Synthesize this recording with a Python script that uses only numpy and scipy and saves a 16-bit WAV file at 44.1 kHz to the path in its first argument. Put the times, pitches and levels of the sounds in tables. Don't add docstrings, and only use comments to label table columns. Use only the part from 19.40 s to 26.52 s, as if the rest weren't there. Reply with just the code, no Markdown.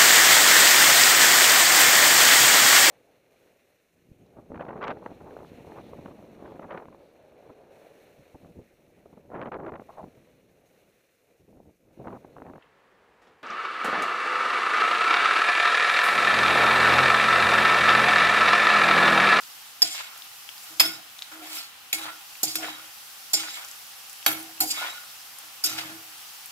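import sys
import numpy as np
from scipy import signal
from scipy.fft import rfft, irfft, next_fast_len
from scipy.io import wavfile

SR = 44100
rng = np.random.default_rng(int(sys.argv[2]) if len(sys.argv) > 2 else 0)


def to_wav(s):
    ch = np.atleast_2d(s).T
    pcm = np.round(np.clip(ch, -1, 1) * 32767)
    wavfile.write(sys.argv[1], SR, pcm.astype(np.int16))


def rack_gain(trim_db):
    fader = np.asarray(trim_db, float)
    return 10 ** (fader / 20)


N = 313938

# t/s, peak level/dB, favoured mode f/Hz, chatter time/ms, left lead/samples
KNOCKS = [(0.4196, -6, 4580, 3, 5.3), (1.3975, 0.6, 5122, 5.6, 1.5), (1.916, -46.5, 2210, 6.4, 2),
          (2.5285, -10.5, 7100, 2.3, 5), (3.031, -5, 6850, 2, 4.55), (3.155, -14.5, 12000, 0.83, 4),
          (3.933, -4, 5370, 3.9, 6), (4.8626, -2, 7200, 1.16, 2.5), (5.2034, -13, 7580, 2.4, 4.2),
          (5.3027, -15.5, 4900, 4.7, 4.6), (6.2385, -11, 4900, 2.2, 5.9)]
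# bowl hum/dB, wall knock/dB, edge crack/dB, top crack/dB, strongest pair/dB
KNOCK_COLOUR = [(-29.5, -39, -30, -1.5, 12.5), (-37, -29.5, -17, -3.5, 3.5), (-5, 7, -19, -18, 6),
                (-25.5, -36, -7, 0.5, -18), (-23, -32, -39, -4.5, 0.5), (-40, -21, -14.5, 1.5, 1.5),
                (-26, -33, -45, -3, -1), (-24, -18, -12, -4, -14.5), (-26, -22, -41, 10, -11),
                (-34, -42, -38, -20, -1), (-29, -25.5, -29, 0, 4)]
# level/dB, skid above it/dB, hold/s, brightness/dB, oil splash/dB
SLIDES = [(-35, 3.5, 0.18, -10, -39), (-41, 23.5, 0.13, 0, -22.5), (-63.5, 17.5, .02, -9, -48),
          (-40.5, 13, 0.11, -0.5, -43), (-33.5, 13, 0.13, -6, -71), (-50.5, 5, 0.24, -6, -54),
          (-36.5, 19, 0.22, -10, -45), (-41, 6.5, 0.065, 10, -24), (-33, 9.5, 0.11, -4.5, -56),
          (-42, -4, 0.21, -28, -63), (-35, 15, 0.16, -4.5, -54)]
# t/s, level/dB, rise/s, hold/s, brightness/dB
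DRAGS = [
    (1.19, -55, .05, 0.037, 3),
    (2.015, -39, .14, 0.022, -0.5),
    (5.92, -65, 0.3, .06, -2.5),
]
# t/s, level/dB, hold/s, fall/(dB/s), surge of oil against the hum/dB
ROCKS = [(0.418, -43, 0.0092, 230, -12), (1.29, -55, 0.075, 600, -12), (1.4, -36.5, 0.05, 135, -11.5),
         (1.91, -43.5, 0.21, 193, -29), (2.534, -43, 0.13, 172, -20.5), (3.035, -35, 0.021, 300, -16),
         (3.139, -36.5, 0.1, 123, -18.5), (3.937, -37, 0.018, 133, -17), (4.868, -28.5, .005, 97, -17.5),
         (5.194, -31, 0.052, 400, -18.5), (5.31, -48, 0.12, 302, -18), (6.023, -65, 0.042, 300, -15),
         (6.234, -40.5, 0.27, 114, -12.5)]
# t of the height/s, level/dB, rise/s, fall/(dB/s)
PUSHES = [(.46, -56, 0.02, 230), (.61, -33.5, 0.095, 195), (.74, -47, 0.087, 200), (1.27, -52, 0.073, 150),
          (1.85, -47.5, 0.022, 150), (2.18, -41.5, 0.31, 172), (2.59, -49, 0.073, 64),
          (2.69, -35, 0.14, 400), (3.075, -50, 0.017, 47), (3.235, -30.5, 0.038, 102),
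          (3.98, -45.5, 0.03, 160), (4.06, -37.5, 0.068, 160), (4.19, -38, 0.055, 120),
          (5.461, -28.5, 0.17, 122), (6.02, -47, .07, 124), (6.288, -35.5, 0.026, 150),
          (6.396, -31, 0.04, 138), (6.518, -50, 0.055, 222)]
# f/Hz, level/dB, t60/s
BOWL_MODES = [(262, -10, .05), (378, -10, .07), (430, -13, .05), (535, -9, .08), (645, -9, .06),
              (740, 3, .04), (815, 1, .06), (1360, -5, .04), (1450, -5, .16), (1700, -4, .08),
              (2208, -7, .2), (2450, -13, .04)]
# f/Hz, level/dB, t60/s
SKIMMER_MODES = [(2700, -8, .045), (3137, -4, .06), (3500, -6, .035), (3850, -4, .04), (4390, -3, .07),
                 (4668, -5, .07), (4900, -3, .06), (5122, -1, .12), (5680, -7, .04), (6055, -6, .05),
                 (6546, -9, .04), (6850, -8, .04), (7137, -4, .05), (7579, -4, .045), (8400, -10, .03),
                 (9000, -9, .03), (10500, -6, .03), (11250, -7, .03), (11800, -7, .03), (12264, -7, .05),
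                 (12950, -6, .03), (13251, -7, .035), (13550, -8, .04)]
# low f/Hz, high f/Hz
PAIR_HZ = (4800, 5250)
BANDS_HZ = {"thud": (200, 500), "wall": (600, 2000), "edge": (2000, 4000), "scrape": (4000, 8500),
            "bright": (9800, 17500), "surge": (70, 190)}
# t/s, peak level/dB, bubble f/Hz, left against right/dB
SPITS = [(0.0355, -31.5, 5100, 11), (0.7771, -21, 12800, 2), (0.8215, -35.5, 3740, 15.5),
         (0.925, -36, 8500, 1), (1.0907, -30, 3280, 15.5), (1.18, -27, 5000, 3), (1.236, -31, 8300, 3),
         (1.7867, -30, 7100, 8), (1.7907, -24.5, 4030, 6.5), (1.822, -13.5, 4000, 3.5),
         (2.954, -36.5, 2700, 12), (4.2483, -24.5, 7040, 8), (4.2862, -31, 7900, 12),
         (4.314, -24.5, 7660, 9), (4.6973, -23, 7850, 6.5), (4.73, -15.5, 11900, -6),
         (4.8278, -31.5, 3100, 8), (5.0282, -15.5, 12700, 0), (5.1791, -32, 2820, 4),
         (5.986, -18.5, 10600, 3.5), (7.059, -15.5, 13500, 4.5)]
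# t/s, level/dB
VIGOUR = [(0.0, -47.5), (0.38, -50.5), (1.4, -47), (1.58, -50.5), (2.1, -50), (2.33, -53.5), (3.25, -45),
          (3.36, -49), (3.98, -46.5), (4.08, -47), (5.25, -47.5), (5.39, -41.5), (5.54, -46.5), (6.28, -49),
          (6.42, -47), (7.11, -47.5)]
# f/Hz, density/(dB per Hz)
FIZZ = [(290, -46), (500, -16), (546, -10.5), (651, -29), (1150, 17), (1260, 1.5), (1350, 2), (2260, -1.5),
        (2650, 3.5), (7600, -9.5), (13100, -7), (15800, -8.5), (16500, -27)]
# f/Hz, density/(dB per Hz)
HOUSE = [(18, -46), (30, -15), (102, -0.5), (279, -3), (321, -1.5), (473, -36), (543, 0), (600, -1),
         (780, -31), (1320, -120)]
# f/Hz, likeness/1
LIKENESS = [(60, 0.58), (180, 0.7), (550, 0.86), (1650, 0.15), (4970, 0.21), (15000, 0.021)]

HUM_HZ = 316.7
TICK_DB, RING_DB = -5.5, -3.8
PAIR_TURN = 1.7
ROCK_RISE_S, SLIDE_RISE_S = 0.019, .003
SKID_FALL_DB_S, EASE_DB_S, LIFT_DB_S, SPLASH_FALL_DB_S = 546, 34.5, 167, 173
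HOUSE_DB, LOW_FIZZ_DB, BRIGHT_FIZZ_DB = -71, -47.5, -45
LOW_FIZZ_FOLLOWS = 0.21
KITCHEN_T60_S, WALL_CUT_HZ = 0.42, 7000
MIC_TOP_HZ, MIC_TOP_DB = 15900, 26


def metal(hum, scrape, bright, churn):
    runs = chatter()
    grit = grains(2200 * rack_gain(4.5 * drift(33)), 2.2)[0]
    grit = np.array([grit, np.roll(grit, 5)])
    edge = np.sqrt(churn * scrape)
    out = bowl_hum(hum) + ringing_modes(runs, grit, hum, churn, edge, scrape, bright)
    out = out + crack_and_rasp(runs, grit, hum, churn, edge, scrape, bright)
    return above(out, 245)


def bowl_hum(hum):
    phase = np.cumsum(HUM_HZ + 5 * drift(12)) * 2 * np.pi / SR
    return hum * rack_gain(-3.5 + 2.4 * drift(25)) * np.sin(phase) * rack_gain([[-.2], [.2]])


def ringing_modes(runs, grit, hum, churn, edge, scrape, bright):
    _, peak_db, loved_hz, *_ = np.transpose(KNOCKS)
    hum_db, wall_db, edge_db, top_db, pair_db = np.transpose(KNOCK_COLOUR)
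    run_db = 20 * np.log10(abs(rfft(runs, 8192)) + 1e-6)
    zone_hz = [900, 2000, 4000, 8500]
    blows_db = [hum_db, wall_db, edge_db + RING_DB - 1, RING_DB - 13.5, top_db + RING_DB - 6]
    drags = [hum * rack_gain(-17), churn * rack_gain(-12.5), edge * rack_gain(-8.5), scrape * rack_gain(-12), bright * rack_gain(-9)]
    out = np.zeros((2, N))
    for k, (hz, level_db, t60) in enumerate(BOWL_MODES + SKIMMER_MODES):
        zone = np.searchsorted(zone_hz, hz)
        in_pair = PAIR_HZ[0] < hz < PAIR_HZ[1]
        loved_db = 7 * np.exp(-(np.log(hz / loved_hz) / .03) ** 2) + pair_db * in_pair
        luck_db = rng.normal(0, 2.5, len(KNOCKS)) - np.clip(run_db[:, round(hz / SR * 8192)], -12, 12)
        blow_db = peak_db + blows_db[zone] + loved_db + level_db + luck_db
        wander = drift(8.4, lambda v: rack_gain(level_db + 10.8 * np.tanh(v)))
        drag = drags[zone] * wander * np.sqrt(28 / (t60 * SR))
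        drive = add_knocks(drag * grit, runs, blow_db)
        drive = drive * (-1) ** k
        turn = rng.normal(0, 3.06) * min(hz / 2000, 1)
        if in_pair:
            turn = PAIR_TURN
        pan_db = rng.normal(0, 0.23) - hz / 3800
        left = ring(drive[0], hz, t60) * rack_gain(pan_db / 2)
        right = ring(drive[1], hz, t60, turn) * rack_gain(-pan_db / 2)
        out += [left, right]
    return out


def crack_and_rasp(runs, grit, hum, churn, edge, scrape, bright):
    peak_db = np.transpose(KNOCKS)[1]
    hum_db, wall_db, edge_db, top_db, _ = np.transpose(KNOCK_COLOUR)
    rough = grit + 0.8 * rng.standard_normal((2, N))
    layers = [("thud", hum_db + 2, hum * rack_gain(-16.5)),
              ("wall", wall_db + 30.5, churn * rack_gain(-4.0)),
              ("edge", edge_db + 29.0, edge * rack_gain(6.5)),
              ("scrape", 3, scrape * rack_gain(-0.5)),
              ("bright", top_db + 1.5, bright * rack_gain(0.5))]
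    out = np.zeros((2, N))
    for name, crack_db, rasp in layers:
        uneven = drift(19, lambda v: rack_gain(3.5 * np.tanh(v)))
        drive = add_knocks(rasp * uneven * rough, runs, peak_db + crack_db)
        facing = -1 if name in ("wall", "scrape") else 1
        out += facing * band(drive, *BANDS_HZ[name])
    return out


def chatter():
    runs = []
    for *_, ms, lead in KNOCKS:
        t = np.arange(2048) / SR * 1000 / max(ms, 1)
        run = rng.standard_normal(2048) ** 3 * np.sqrt(t) * np.exp(-t)
        run = run / np.sqrt(np.sum(run ** 2))
        run[0] = rack_gain(TICK_DB)
        runs.append(run)
    return runs


def add_knocks(drive, runs, levels_db):
    levels_db = np.broadcast_to(levels_db, len(KNOCKS))
    for (s, *_, lead), run, db in zip(KNOCKS, runs, levels_db):
        for ear in range(2):
            at = round(s * SR + ear * lead)
            drive[ear, at:at + len(run)] += rack_gain(db) * run
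    return drive


def strokes():
    s, db, hold_s, fall, surge_db = np.transpose(ROCKS)
    hum = swells(s, db, ROCK_RISE_S, hold_s, fall)
    surge = swells(s, db + surge_db, ROCK_RISE_S, hold_s, fall)

    knock_s = np.transpose(KNOCKS)[0]
    slide_db, skid_db, slide_hold_s, slide_bright_db, splash_db = np.transpose(SLIDES)
    drag_s, drag_db, drag_rise_s, drag_hold_s, drag_bright_db = np.transpose(DRAGS)

    def dragging(up):
        slide_level_db = slide_db + up * slide_bright_db
        slide = swells(knock_s, slide_level_db, SLIDE_RISE_S, slide_hold_s, LIFT_DB_S, EASE_DB_S)
        skid = swells(knock_s, slide_level_db + skid_db, SLIDE_RISE_S, 0, SKID_FALL_DB_S)
        free = swells(drag_s, drag_db + up * drag_bright_db, drag_rise_s, drag_hold_s, LIFT_DB_S)
        return slide + skid + free

    s, db, rise_s, fall = np.transpose(PUSHES)
    pushed = swells(s - rise_s, db, rise_s, 0, fall)
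    splashed = swells(knock_s, splash_db, SLIDE_RISE_S, 0, SPLASH_FALL_DB_S)
    return hum, dragging(0), dragging(1), pushed + splashed, surge


def oil(churn, surge):
    pitches = np.geomspace(700, 3400, 14)
    births = grains(500 * rack_gain(6 * drift(25)), 4.34, channels=2)
    dealt = rng.integers(0, 14, (2, N))
    common = rack_gain(-7 * np.log2(pitches / 1500) ** 2)
    ringing = sum(common[k] * ring(births * (dealt == k), hz, 8.3 / hz) for k, hz in enumerate(pitches))
    mid, side = above(ringing, 570)
    bubbles = rms_one(mid + 0.66 * side * [[1], [-1]])
    mid, side = band(band(rng.standard_normal((2, N)), *BANDS_HZ["surge"]), 99, 390)
    dull = rms_one(mid + 0.36 * side * [[1], [-1]])
    return churn * rack_gain(-9.5) * bubbles + surge * rack_gain(-4) * dull


def spits():
    out, t = np.zeros((2, N)), np.arange(1600) / SR
    click = 1. * (t == 0)
    sprays = rng.standard_normal((len(SPITS), 1600)) ** 3
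    for (s, peak_db, hz, pan_db), spray in zip(SPITS, sprays):
        bubble = np.sin(2 * np.pi * hz * t * (.93 + .008 * hz * t)) * rack_gain(-2.2 * hz * t)
        sputter = 0.056 * spray * rack_gain(-1200 * t)
        pop = bubble + band(2.9 * click + sputter, 0.64 * hz, 1.5 * hz) + 0.047 * click
        for ear in range(2):
            at = round(s * SR) + ear
            level_db = peak_db - 5.0 - 0.00017 * hz + pan_db * (1.0 - ear)
            out[ear, at:at + len(pop)] += rack_gain(level_db) * pop
    return above(out, 690)


def frying(patchy_db=.7):
    vigour_db = in_time(VIGOUR)
    swing_db = vigour_db - np.mean(vigour_db)
    crowd = grains(14000, 0.63, channels=4).reshape(2, 2, N)
    house, low, high = out = np.zeros((3, 2, N))
    together = drift(3)
    edges = 30 * 2 ** np.arange(0, 9.4, .4)
    for k, (low_hz, high_hz) in enumerate(zip(edges, edges[1:])):
        mid, side = band(crowd[k % 2], low_hz, high_hz)
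        hz = np.sqrt(low_hz * high_hz)
        alike = np.clip(at_hz(LIKENESS, hz), -1, 1)
        patches_db = patchy_db * (.3 * together + drift(20))
        gain = rack_gain(at_hz(FIZZ if hz > 500 else HOUSE, hz) + patches_db)
        layer = int(hz > 500) + int(hz > 4500)
        out[layer] += gain * (np.sqrt(1 + alike) * mid + np.sqrt(1 - alike) * side * [[1], [-1]])
    low = rms_one(low) + rack_gain(-12) * rms_one(ring(rms_one(low) * 1., 790, .015))
    return (rack_gain(HOUSE_DB) * rms_one(house)
            + rack_gain(LOW_FIZZ_DB + LOW_FIZZ_FOLLOWS * swing_db) * low
            + rack_gain(BRIGHT_FIZZ_DB + swing_db) * rms_one(high))


def kitchen(x):
    size = next_fast_len(N + SR)
    w, heard = np.linspace(0, np.pi, size // 2 + 1), rfft(x.mean(0), size)
    dull = 1 / np.sqrt(1 + (w * SR / (2 * np.pi * WALL_CUT_HZ)) ** 2)
    per_sample = np.log(rack_gain(-60 / SR / KITCHEN_T60_S) * dull ** (1 / 4000)) - 1j * w
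    out = np.zeros((2, len(w)), complex)
    for k, lag in enumerate((rng.uniform(.006, .03, 16) * SR).astype(int)):
        loop = np.exp(lag * per_sample)
        out[k % 2] += loop / (1 - loop) * (-1) ** (k // 2)
    return irfft(out * heard, size)[:, :N]


def swells(start_s, level_db, rise_s, hold_s, fall_db_s, ease_db_s=0.):
    t = np.arange(0, N + 32, 32)[:, None] / SR - start_s
    past = np.clip(t - rise_s, 0, None)
    fallen_db = ease_db_s * past + fall_db_s * np.clip(past - hold_s, 0, 3)
    gains = np.clip(t / rise_s, 0, 1) * rack_gain(level_db - fallen_db)
    return np.interp(np.arange(N) / 32, np.arange(len(t)), gains.sum(1))


def grains(per_s, spread_db, channels=1):
    chance, size, sign = rng.random((3, channels, N))
    born, out = chance < per_s / SR, np.zeros((channels, N))
    size_db = spread_db * np.minimum(-np.log(1 - size[born]), 5)
    out[born] = rack_gain(size_db) * np.sign(sign[born] - .5)
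    return rms_one(out)


def ring(clicks, hz, t60, turn=0.):
    r, w = rack_gain(-60 / (t60 * SR)), 2 * np.pi * hz / SR
    return signal.lfilter([np.sin(turn), r * np.sin(w - turn)], [1, -2 * r * np.cos(w), r * r], clicks + 1e-18)


def drift(rate, shape=np.asarray):
    r = np.exp(-80 * np.pi * rate / SR)
    slow = signal.lfilter([1], [1, -2 * r, r * r], rng.standard_normal(N // 40 + 2002))[2000:]
    return np.interp(np.arange(N), np.arange(len(slow)) * 40, shape(rms_one(slow)))


def rms_one(x):
    return x / np.sqrt(np.mean(x ** 2) + 1e-20)


def in_time(rows):
    return np.interp(np.arange(N) / SR, *np.transpose(rows))


def at_hz(points, hz):
    points_hz, values = np.transpose(points)
    return np.interp(np.log(hz), np.log(points_hz), values)


def band(x, low_hz, high_hz):
    return signal.sosfilt(signal.butter(2, [low_hz, min(high_hz, .45 * SR)], "band", fs=SR, output="sos"), x)


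def above(x, cut_hz):
    return signal.sosfilt(signal.butter(3, cut_hz, "high", fs=SR, output="sos"), x)


def scene():
    hum, scrape, bright, churn, surge = strokes()
    near = metal(hum, scrape, bright, churn) + oil(churn, surge) + spits()
    return near + rack_gain(-20) * kitchen(near) + frying()


def low_pass(x):
    return signal.sosfilt(signal.butter(12, 16810, fs=SR, output="sos"), x)


def record(dry):
    rounded = np.tanh(dry) * .95
    top_cut = signal.cheby2(10, MIC_TOP_DB, MIC_TOP_HZ, fs=SR, output="sos")
    return low_pass(signal.sosfilt(top_cut, rounded))


dry = scene()
out = record(dry)
to_wav(out)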